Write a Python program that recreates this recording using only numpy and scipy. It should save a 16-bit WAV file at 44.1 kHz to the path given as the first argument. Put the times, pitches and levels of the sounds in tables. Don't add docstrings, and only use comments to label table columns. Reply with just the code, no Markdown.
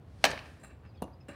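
import sys
import numpy as np
from scipy import signal
from scipy.fft import rfft, irfft
from scipy.io import wavfile
from scipy.ndimage import uniform_filter1d

SR = 44100
rng = np.random.default_rng(int(sys.argv[2]) if len(sys.argv) > 2 else 0)


def master(y):
    cut = np.clip(np.atleast_2d(y).T, -1, 1)
    pcm = np.round(cut * 32767)
    wavfile.write(sys.argv[1], SR, pcm.astype(np.int16))


def gain_from_decibels(decibels):
    exponent = np.asarray(decibels, float) / 20
    return 10 ** exponent


N = 59535


def evened(x):
    return x / np.sqrt(np.mean(x ** 2) + 1e-20)


def read(points, hz):
    table_hz, value = np.transpose(points)
    return np.interp(np.log(hz + 1), np.log(table_hz + 1), value)


def add(mix, s, sound):
    part = mix[round(s * SR):][:len(sound)]
    part += sound[:len(part)]


def coloured(points, size=N):
    spectrum = rfft(rng.standard_normal(size))
    gain = gain_from_decibels(read(points, np.fft.rfftfreq(size, 1 / SR)))
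    return evened(irfft(spectrum * gain, size))


def band(x, lo_hz, hi_hz):
    edges = [lo_hz, min(hi_hz, 19000)]
    return signal.sosfilt(signal.butter(2, edges, "band", fs=SR, output="sos"), x)


def resonate(x, hz, width_hz):
    turn = np.exp(2j * np.pi * hz * np.arange(len(x)) / SR)
    r = np.exp(-np.pi * width_hz / SR)
    return 2 * (turn * signal.lfilter([1 - r], [1, -r], x / turn)).real


def ring(modes):
    t = np.arange(SR // 4) / SR
    return sum(gain_from_decibels(db - 60 * t / t60) * np.sin(2 * np.pi * hz * t) for hz, db, t60 in modes)


def push(t, hz, lobe):
    u = (np.pi * hz * t) ** 2
    return lobe * np.exp(-u / 2) - np.exp(-2 * u)


def tail(share):
    # pitch in Hz, time to fade by 60 dB in seconds.
    fade = [(200, .25), (600, 0.5), (1800, 0.81), (4000, 0.5), (8000, 0.19), (15000, 1)]
    # pitch in Hz, level in dB.
    colour = [(100, -16.5), (300, 10), (700, 2), (1200, 4), (1800, -7), (3500, -0.5), (7000, 6.5),
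              (15000, -15.5)]
    taps = np.zeros(SR)
    at = np.arange(100, SR - 20, 20)
    taps[at + rng.integers(0, 20, len(at))] = rng.choice([-1., 1.], len(at))
    hz, t, z = signal.stft(taps, SR, nperseg=256)
    t60 = share * read(fade, hz)[:, None]
    level_db = read(colour, hz)[:, None] - 60 * t / t60
    out = signal.istft(z * gain_from_decibels(level_db), SR, nperseg=256)[1]
    return out / np.linalg.norm(out)


def town():
    # pitch in Hz, level in dB per Hz.
    traffic_colour = [(32, -34), (55, 2), (109, 0), (200, -10.5), (780, -19), (1580, -30), (4430, -42.5),
                      (7000, -57), (15000, -56)]
    lumps = rng.standard_normal(N)
    for _ in range(2):
        lumps = uniform_filter1d(lumps, 1500)
    gust_db = -57.5 + 3 * evened(lumps)
    gusts = gain_from_decibels(gust_db) * evened(band(rng.standard_normal(N), 50, 150))
    traffic = gain_from_decibels(-55) * coloured(traffic_colour)
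    hum = gain_from_decibels(-59) * evened(resonate(rng.standard_normal(N), hz=77, width_hz=12))
    return gusts + traffic + hum


def swish():
    # time in seconds, level in dB.
    loudness = [(0, -81), (.1, -68.5), (.2, -60.5), (0.24, -51), (0.298, -46), (.42, -57.5), (0.468, -55),
                (.6, -64), (.66, -63.5), (.74, -91), (1.281, -94), (1.286, -51.5), (1.311, -66),
                (1.35, -71.5)]
    # pitch in Hz, level in dB.
    colour = [(200, 13.5), (800, 0), (2500, -6), (5000, -8), (7500, -16), (9000, -13), (16000, -36)]
    s, db = np.transpose(loudness)
    return gain_from_decibels(np.interp(np.arange(N) / SR, s, db, right=-120)) * coloured(colour)


def smear(delay):
    t = np.arange(600) / SR
    chosen = rng.random(len(t)) < .12
    taps = rng.standard_normal(len(t)) * chosen * gain_from_decibels(-5 - 60 * t / 0.035)
    taps *= delay > .004
    taps[0] = gain_from_decibels(-61 * delay)
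    return taps / np.linalg.norm(taps)


def bat():
    # pitch in Hz, level in dB, time to fade by 60 dB in seconds.
    barrel = [(644, -14, 0.018), (800, -14.5, 0.017), (1626, -11, 0.014), (1770, -19.5, 0.052),
              (2450, -4.5, 0.003), (3000, -20.5, 0.017), (4197, -2, 0.0018), (5500, -23.5, 0.004),
              (290, -25, 0.076), (2223, -26, 0.018)]
    # delay in seconds, level in dB, low edge in Hz, high edge in Hz.
    echoes = [(.0014, 3.5, 60, 9000), (.0048, -8, 1200, 4900), (.0105, 1, 1030, 16250),
              (.0119, -12.5, 900, 5900), (.0132, -8.5, 600, 4040), (.0152, -6.5, 283, 4940),
              (.0238, -12, 302, 5000), (.029, -14.5, 290, 3964), (.0485, -28, 296, 3000),
              (.0555, -6.5, 150, 1180), (.064, -14, 6000, 11900), (.0715, -14.5, 712.6, 8780),
              (.0735, -20, 600, 4050), (.091, -13.5, 292, 1855), (.134, -20.5, 865, 4430),
              (0.149, -22.5, 1980, 5500), (.215, -36.5, 1000, 9000)]
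    hit_s = .2406
    split_s, blow_s = .0004, .0009
    t = np.arange(SR // 8) / SR

    split = band(rng.standard_normal(len(t)), 1800, 12000)
    split *= (t > split_s) * gain_from_decibels(-9 - 60 * t / 0.004)
    crack = 1.79 * push(t - blow_s, hz=1470, lobe=0.47) + split
    fizz = gain_from_decibels(-29.5 - 60 * t / 0.044) * band(rng.standard_normal(len(t)), 7000, 24000)
    add(crack, split_s, fizz)
    add(crack, blow_s, ring(barrel)[:4000])
    crack = gain_from_decibels(-6.5) * (crack - uniform_filter1d(crack, size=110))

    direct, reflected = np.zeros(N), np.zeros(N)
    add(direct, hit_s, crack)
    for delay, db, lo_hz, hi_hz in echoes:
        copy = signal.fftconvolve(crack, smear(delay))
        add(reflected, hit_s + delay, gain_from_decibels(db) * band(copy, lo_hz, hi_hz))
    yard = gain_from_decibels(-7) * tail(0.88) + gain_from_decibels(-8.5) * tail(0.19)
    return direct + reflected + signal.fftconvolve(direct, yard)[:N]


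def frame():
    # pitch in Hz, width in Hz, level in dB.
    resonances = [(600, 360, 10.5), (1210, 220, 7.5), (1570, 570, 13.5), (2267, 230, 6), (2650, 140, 8),
                  (3000, 2300, -4.5), (4000, 118, 1), (5900, 220, -40), (7480, 240, -1.5),
                  (8020, 1100, 0.5), (8620, 480, -4), (9720, 620, -5.5), (11000, 400, -12),
                  (13700, 4700, -10)]
    # start in seconds, level in dB, time to fade by 60 dB in seconds, brightness in dB.
    rattles = [(.598, -74.5, 0.2, 16.5), (.612, -66, 0.13, 6), (0.6325, -53, 0.12, 7),
               (0.644, -52, 0.12, 6), (0.666, -64, 0.37, 8.5), (0.694, -61.5, 0.26, -17),
               (0.706, -55, 0.08, -26.5), (0.834, -62.5, 0.13, -21.5), (0.849, -58.5, 0.13, -33.5),
               (1.078, -67, 0.073, -14), (1.2829, -52.5, .2, 3.5), (1.294, -54, 0.44, -5),
               (1.328, -56.5, 0.56, -21)]
    out, t = np.zeros(N), np.arange(SR // 4) / SR
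    for s, db, t60, bright_db in rattles:
        force = np.repeat(rng.exponential(1, len(t)), 60)[:len(t)]
        knocks = rng.standard_normal(len(t)) * gain_from_decibels(2.3 * force)
        body = np.zeros(len(t))
        for hz, width_hz, mode_db in resonances:
            tone = evened(resonate(resonate(knocks, hz, width_hz), hz, width_hz))
            brighten_db = bright_db * np.clip((hz - 3000) / 3000, 0, 1)
            dull_db = 72 * t * np.clip((hz - 7400) / 1000, 0, 1.6)
            body += gain_from_decibels(mode_db + brighten_db - dull_db) * tone
        onset = np.minimum(t / 0.0013, 1)
        add(out, s, gain_from_decibels(db - 15 - 60 * t / t60) * onset * body)
    return out


def birds():
    # start in seconds, length in seconds, first pitch in Hz, last pitch in Hz, level in dB.
    chirps = [(.858, 0.059, 5170, 4630, -74.5), (0.864, 0.024, 4480, 4220, -79.5),
              (0.892, 0.043, 4480, 3790, -76.5), (0.938, 0.05, 5140, 4870, -74.5),
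              (0.937, 0.0341, 2650, 2350, -70), (.958, 0.0084, 3440, 3700, -65),
              (0.969, 0.017, 4600, 4280, -70), (0.971, 0.04, 3380, 3210, -67),
              (0.95, 0.017, 6140, 6150, -89), (1.125, 0.021, 4600, 5100, -69.5),
              (1.202, .018, 5230, 5050, -67), (1.207, 0.015, 2640, 2540, -66.5)]
    out = np.zeros(N)
    for s, length, from_hz, to_hz, db in chirps:
        u = np.arange(0, 1, 1 / (length * SR))
        flutter = 1 + 4.5 * uniform_filter1d(rng.standard_normal(4000), 80)[:len(u)]
        hz = from_hz + (to_hz - from_hz) * u
        whistle = np.sin(2 * np.pi * np.cumsum(hz) / SR)
        add(out, s, gain_from_decibels(db - 2) * np.sqrt(np.sin(np.pi * u)) * flutter * whistle)
    return out + gain_from_decibels(-9) * signal.fftconvolve(out, tail(.25))[:N]


def ball():
    # time in seconds, level in dB, pitch in Hz.
    thuds = [(1.0195, -36, 400), (1.0223, -33, 1100), (1.0234, -21, 560), (1.0277, -28, 700),
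             (1.0288, -33, 500), (1.0345, -34, 450), (1.0402, -31, 400), (1.0436, -35, 550),
             (1.081, -42, 800), (1.2912, -35, 420), (1.2945, -39, 500), (1.298, -41, 600)]
    # start in seconds, level in dB, low edge in Hz, high edge in Hz.
    ticks = [(1.0213, -34, 3500, 13000), (1.0212, -31, 2200, 3600), (1.0258, -35, 8000, 14000),
             (1.0268, -37, 2200, 5500), (1.029, -40, 2200, 5000), (1.0318, -47, 8000, 13000),
             (1.036, -49, 5000, 16000), (1.037, -39, 2300, 4500), (1.0418, -43, 5500, 11000),
             (1.042, -40, 2300, 4200), (1.0795, -41, 400, 1100)]
    # pitch in Hz, level in dB, time to fade by 60 dB in seconds.
    hollow = [(205.2, -38.5, .12), (247, -33.5, 0.071), (566, -37.5, 0.15), (2660, -50, 0.074),
              (2830, -43, 0.087)]
    # start in seconds, level in dB.
    rings = [
        (1.02, -4.5),
        (1.284, -6),
    ]
    out, t = np.zeros(N), np.arange(800) / SR
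    lead_s = 300 / SR
    for s, db, hz in thuds:
        add(out, s - lead_s, 1.53 * gain_from_decibels(db) * push(t - lead_s, hz, lobe=0.23))
    for s, db, lo_hz, hi_hz in ticks:
        tick = rng.standard_normal(len(t)) * gain_from_decibels(db - 60 * t / 0.0044)
        add(out, s, band(band(tick, lo_hz, hi_hz), lo_hz, hi_hz))
    onset = np.minimum(np.arange(SR // 4) / SR / 0.0064, 1)
    for s, db in rings:
        add(out, s, gain_from_decibels(db) * ring(hollow) * onset)
    return out + gain_from_decibels(-13.5) * signal.fftconvolve(out, tail(0.65))[:N]


def scene():
    return (town() + swish() + bat() + frame() + birds() + ball())[None]


def band_limit(x):
    return signal.sosfilt(signal.butter(12, 16890, fs=SR, output="sos"), x)


def record(dry):
    treble_edge = signal.firwin(255, 16000, window=("kaiser", 4.5), fs=SR)
    mix = signal.oaconvolve(dry, treble_edge[None], "same")
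    mix = signal.sosfilt(signal.butter(5, 50, "high", fs=SR, output="sos"), mix)
    return band_limit(mix)


dry = scene()
out = record(dry)
master(out)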